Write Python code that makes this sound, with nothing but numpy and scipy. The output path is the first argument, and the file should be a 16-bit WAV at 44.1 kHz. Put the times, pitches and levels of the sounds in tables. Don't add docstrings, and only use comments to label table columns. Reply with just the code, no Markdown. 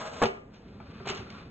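import sys
import numpy as np
from scipy import signal
from scipy.fft import rfft, irfft
from scipy.io import wavfile
from scipy.ndimage import uniform_filter1d

SR = 44100
rng = np.random.default_rng(int(sys.argv[2]) if len(sys.argv) > 2 else 0)


def file_out(sig):
    cols = np.atleast_2d(sig).T
    lim = np.clip(cols, -1, 1)
    pcm = np.round(lim * 32767).astype(np.int16)
    wavfile.write(sys.argv[1], SR, pcm)


N = 66150

# start_s, level_db, contact_ms
TRAY_KNOCKS = [(.2175, -11.5, 0.53), (.2245, -9.5, 0.61), (.2295, -27, 0.35), (.235, -15, 0.37)]
# start_s, level_db, contact_ms
DRAWER_KNOCKS = [(.22, -20.5, 0.82), (.246, -20, 0.68), (.345, -40, 0.79), (.37, -38, 0.63),
                 (.75, -40.5, 2.46), (.801, -42, 0.27), (.999, -33.5, 0.69), (1.04, -40, 3.9),
                 (1.056, -39, 0.21), (1.071, -34.5, 0.18), (1.094, -24, 0.67), (1.122, -45, 0.18),
                 (1.198, -25.5, 2.64), (1.265, -44, 0.5), (1.333, -68, 0.33), (1.38, -53, 0.37)]
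# pitch_hz, gain_db, t60_s
TRAY_MODES = [(151, -12, 0.11), (221.2, -6, 0.16), (479.6, 5, 0.055), (546.2, -7.5, 0.15),
              (651, -3.5, 0.082), (824, -11.5, 0.25), (870, -11.5, 0.079), (948, -9.5, 0.16),
              (1106, -1.5, 0.077), (1216, 1.5, 0.071), (1384, -7, 0.068), (1503, -17.5, 0.27),
              (1695, -3.5, 0.11)]
# pitch_hz, gain_db, t60_s
DRAWER_MODES = [(123, -4, 0.1), (196, -17, 0.11), (231, -9, .2), (357.8, -8, 0.14), (388.4, -1, 0.27),
                (422, -6.5, 0.27), (704, -14.5, 0.32), (976, -15, 0.31), (1203, -10.5, 0.49),
                (1340, -3.5, 0.21), (1556, -22, 0.23), (2360, -0.5, 0.082), (3000, -16.5, 0.12)]
# freq_hz, gain_db
THUD_EQ = [(50, -12), (150, -5.5), (230, 1.5), (310, -9.5), (480, 2), (1000, -3), (1600, -11.5),
           (2700, -18.5), (4500, -28.5), (8000, -46.5)]
# start_s, level_db, t60_s, clink_db, treble_lift_db
RATTLES = [(0.222, -41, 0.066, -34.5, 10.5), (0.234, -30.5, 0.087, -32.5, -1.5),
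           (.254, -33.5, 0.09, -46, 0), (0.275, -56.5, 0.14, -49, -1.5), (.535, -63, 0.46, -69, -0.5),
           (.681, -61, 0.067, -65, -13), (1.058, -47.5, 0.13, -49, -4), (1.072, -39.5, 0.21, -44, 1),
           (1.087, -34.5, 0.095, -36.5, 0), (1.098, -33, 0.089, -34.5, -0.5), (1.148, -42, 0.073, -45, 4),
           (1.171, -47.5, 0.16, -57, 4.5), (1.301, -43.5, 0.028, -64, 2)]
# pitch_hz, gain_db, t60_s
TOOL_MODES = [(2594, -8, .06), (3210, -15, 0.16), (3750, -24, .1), (4003, -3, 0.039), (6285, -19.5, 0.053),
              (7240, 2, 0.034), (7790, -11.5, 0.062)]
# freq_hz, gain_db
RATTLE_EQ = [(300, -11.5), (900, 2.5), (1800, -2.5), (2600, 6.5), (3500, 0), (4800, 0), (6500, -6.5),
             (8000, -26)]
# time_s, level_db
TRAY_PRESSURE = [(0.0, -36.5), (0.03, -42.5), (0.04, -40.5), (0.06, -38), (0.11, -45.5), (0.194, -42),
                 (0.2, -39.5)]
# time_s, level_db
DRAWER_PRESSURE = [(.5, -72), (.53, -61.5), (.56, -59), (.6, -67.5), (.66, -63), (.69, -60.5), (.77, -60.5),
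                   (.82, -59), (.9, -55), (1.0, -52), (1.045, -52.5), (1.09, -40.5), (1.19, -46.5),
                   (1.23, -51), (1.29, -52.5), (1.33, -49.5), (1.41, -50), (1.5, -62.5)]
# freq_hz, gain_db
TRAY_RUB_EQ = [(60, -26), (200, -10), (320, -16.5), (700, -0.5), (1300, -10.5), (2000, -16), (3000, -16),
               (5000, -19), (8000, -27.5)]
# freq_hz, gain_db
DRAWER_RUB_EQ = [(60, -18.5), (150, -1.5), (400, -2.5), (750, -9.5), (1250, -3), (1900, -12.5), (2300, -12),
                 (2500, -9.5), (2750, -13), (3500, -14), (4500, -13.5), (8000, -39)]
# time_s, level_db
SWELL_LEVEL = [(0.0, -64.5), (0.178, -51), (0.48, -60), (0.664, -50), (0.848, -49.5), (1.114, -46),
               (1.236, -49), (1.5, -49.5)]
# freq_hz, gain_db
SWELL_EQ = [(25, -31), (60, -2), (125, -1), (170, -3.5), (210, 1.5), (300, -11.5), (500, -17.5),
            (8000, -93.5)]
# freq_hz, gain_db
RUMBLE_EQ = [(25, -13.5), (60, -5), (150, -3.5), (250, -6), (500, -11), (1000, -23), (2000, -31.5),
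             (4000, -43), (8000, -51.5)]
# freq_hz, gain_db
SIDE_EQ = [(60, -17.5), (200, -33.5), (400, -15.5), (600, -3.5), (1000, -8), (2200, -1.5), (3300, -9.5),
           (4500, -31), (6500, -20.5), (8000, -12)]
# freq_hz, left_over_right_db
BALANCE = [(100, 0), (300, -1.2), (600, 1.4), (1200, 1.9), (2500, .5), (4500, 0), (6000, 0), (8000, -1.9)]
# freq_hz, lag_rad
LEFT_LAG = [(60, 0), (3400, .2), (4650, 3.05), (5650, 3.2), (6450, 6.2), (8000, 6.4)]

THUD_DB, THUD_T60_S = -8, 0.073
RATTLE_RISE_S, TREBLE_HZ, CLINK_SPREAD_DB = .002, 4040, 3
ROOM_DB, ROOM_T60_S, RUMBLE_DB = -13, 0.38, -52.5
TOP_HZ = 8050
TIME, TAIL_TIME = np.arange(N) / SR, np.arange(SR // 2) / SR


def wood_knocks(hits, modes):
    force, thud_power = np.zeros(N), np.zeros(N)
    for start_s, level_db, contact_ms in hits:
        push = np.sin(np.pi * np.clip((TIME - start_s) / contact_ms * 1000, 0, 1))
        force += undb(level_db) * push / np.sum(push)
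        thud_db = level_db + THUD_DB - 20 * np.log10(2 * contact_ms)
        thud_power += decay(start_s, thud_db, THUD_T60_S) ** 2
    thud = eq(np.sqrt(thud_power) * rng.standard_normal(N), THUD_EQ)
    return ring(force, modes) + thud


def tool_rattle():
    clicks = grains(per_s=2500, spread_db=0.5)
    scatter_db = CLINK_SPREAD_DB * rng.standard_normal((len(RATTLES), len(TOOL_MODES)))
    low_power, high_power, clinks = np.zeros((3, N))
    for (start_s, level_db, t60_s, clink_db, lift_db), offsets_db in zip(RATTLES, scatter_db):
        attack = np.clip((TIME - start_s) / RATTLE_RISE_S, 0, 1)
        power = (attack * decay(start_s, level_db, t60_s)) ** 2
        low_power += power
        high_power += power * undb(2 * lift_db)
        tick = np.zeros(N)
        tick[int(start_s * SR)] = undb(clink_db)
        modes = [(hz, db + offset_db + lift_db * (hz > TREBLE_HZ), ring_s)
                 for (hz, db, ring_s), offset_db in zip(TOOL_MODES, offsets_db)]
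        clinks += ring(tick, modes)

    def band(power, kind):
        crossover = signal.butter(2, TREBLE_HZ, kind, fs=SR, output="sos")
        return signal.sosfilt(crossover, eq(np.sqrt(power) * clicks, RATTLE_EQ))
    return clinks + band(low_power, "low") - band(high_power, "high")


def wood_rub(pressure, tone, modes, ring_db, stop_s=N / SR):
    friction = eq(grains(per_s=6000, spread_db=1.5) * undb(flicker_db(rate_hz=60.67)), tone)
    pressure_db = np.interp(TIME, *np.transpose(pressure), left=-99)
    scrape = undb(pressure_db) * (TIME < stop_s) * friction
    return scrape + undb(ring_db) * ring(scrape, modes) / np.std(ring(friction, modes))


def low_swell():
    level_db = np.interp(TIME, *np.transpose(SWELL_LEVEL))
    return undb(level_db) * eq(rng.standard_normal(N), SWELL_EQ)


def room_reverb(sound):
    tail = rng.standard_normal(len(TAIL_TIME)) * 1000. ** (-TAIL_TIME / ROOM_T60_S)
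    return signal.fftconvolve(sound, tail / np.linalg.norm(tail))[:N]


def room_rumble():
    return undb(RUMBLE_DB + flicker_db(rate_hz=24)) * eq(rng.standard_normal(N), RUMBLE_EQ)


def phone_ports(mid, side):
    hz = np.arange(N // 2 + 1) * SR / N
    mid, side = rfft(mid), rfft(side) * undb(curve_at(SIDE_EQ, hz))
    tilt = undb(curve_at(BALANCE, hz) / 2)
    left = (mid + side) * tilt * np.exp(-1j * curve_at(LEFT_LAG, hz))
    right = (mid - side) / tilt
    return irfft(np.array([left, right]), N)


def ring(force, modes):
    response = sum((-1) ** k * undb(db) * np.sin(2 * np.pi * hz * TAIL_TIME)
                   * 1000. ** (-TAIL_TIME / t60_s) for k, (hz, db, t60_s) in enumerate(modes))
    return signal.fftconvolve(force, response / np.max(np.abs(response)))[:N]


def grains(per_s, spread_db):
    chance, polarity, size = rng.random((N, 3)).T
    strength = undb(-spread_db * np.log(1 - size))
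    return unit_rms((chance < per_s / SR) * np.sign(polarity - .5) * strength)


def flicker_db(rate_hz):
    hold = int(SR / rate_hz)
    steps = np.repeat(rng.standard_normal(N // hold + 1), hold)
    return unit_rms(uniform_filter1d(steps, hold)[:N])


def eq(sound, curve, size=4096):
    cepstrum = irfft(curve_at(curve, np.arange(size // 2 + 1) * SR / size) * np.log(10) / 20)
    cepstrum[1:size // 2] *= 2
    cepstrum[size // 2 + 1:] = 0
    response = irfft(np.exp(rfft(cepstrum)))
    return signal.fftconvolve(sound, response / np.linalg.norm(response))[:N]


def curve_at(curve, hz):
    freqs_hz, values = np.transpose(curve)
    return np.interp(np.log(hz + 1), np.log(freqs_hz), values)


def decay(start_s, level_db, t60_s):
    age_s = TIME - start_s
    return (age_s >= 0) * undb(level_db - 60 * np.maximum(age_s, 0) / t60_s)


def undb(db):
    return 10 ** (np.asarray(db) / 20)


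def unit_rms(x):
    return x / np.sqrt(np.mean(x ** 2))


def scene():
    direct = wood_rub(TRAY_PRESSURE, TRAY_RUB_EQ, TRAY_MODES, ring_db=-2, stop_s=TRAY_KNOCKS[0][0])
    direct += wood_rub(DRAWER_PRESSURE, DRAWER_RUB_EQ, DRAWER_MODES, ring_db=-9)
    direct += wood_knocks(TRAY_KNOCKS, TRAY_MODES)
    direct += wood_knocks(DRAWER_KNOCKS, DRAWER_MODES)
    direct += tool_rattle()
    mid_reverb, side_reverb = room_reverb(direct), room_reverb(direct)
    mid_rumble, side_rumble = room_rumble(), room_rumble()
    mid = direct + undb(ROOM_DB) * mid_reverb + mid_rumble + low_swell()
    return phone_ports(mid, side_reverb + side_rumble)


def record(dry):
    return signal.sosfilt(signal.ellip(10, .2, 80, TOP_HZ, fs=SR, output="sos"), dry)


dry = scene()
out = record(dry)
file_out(out)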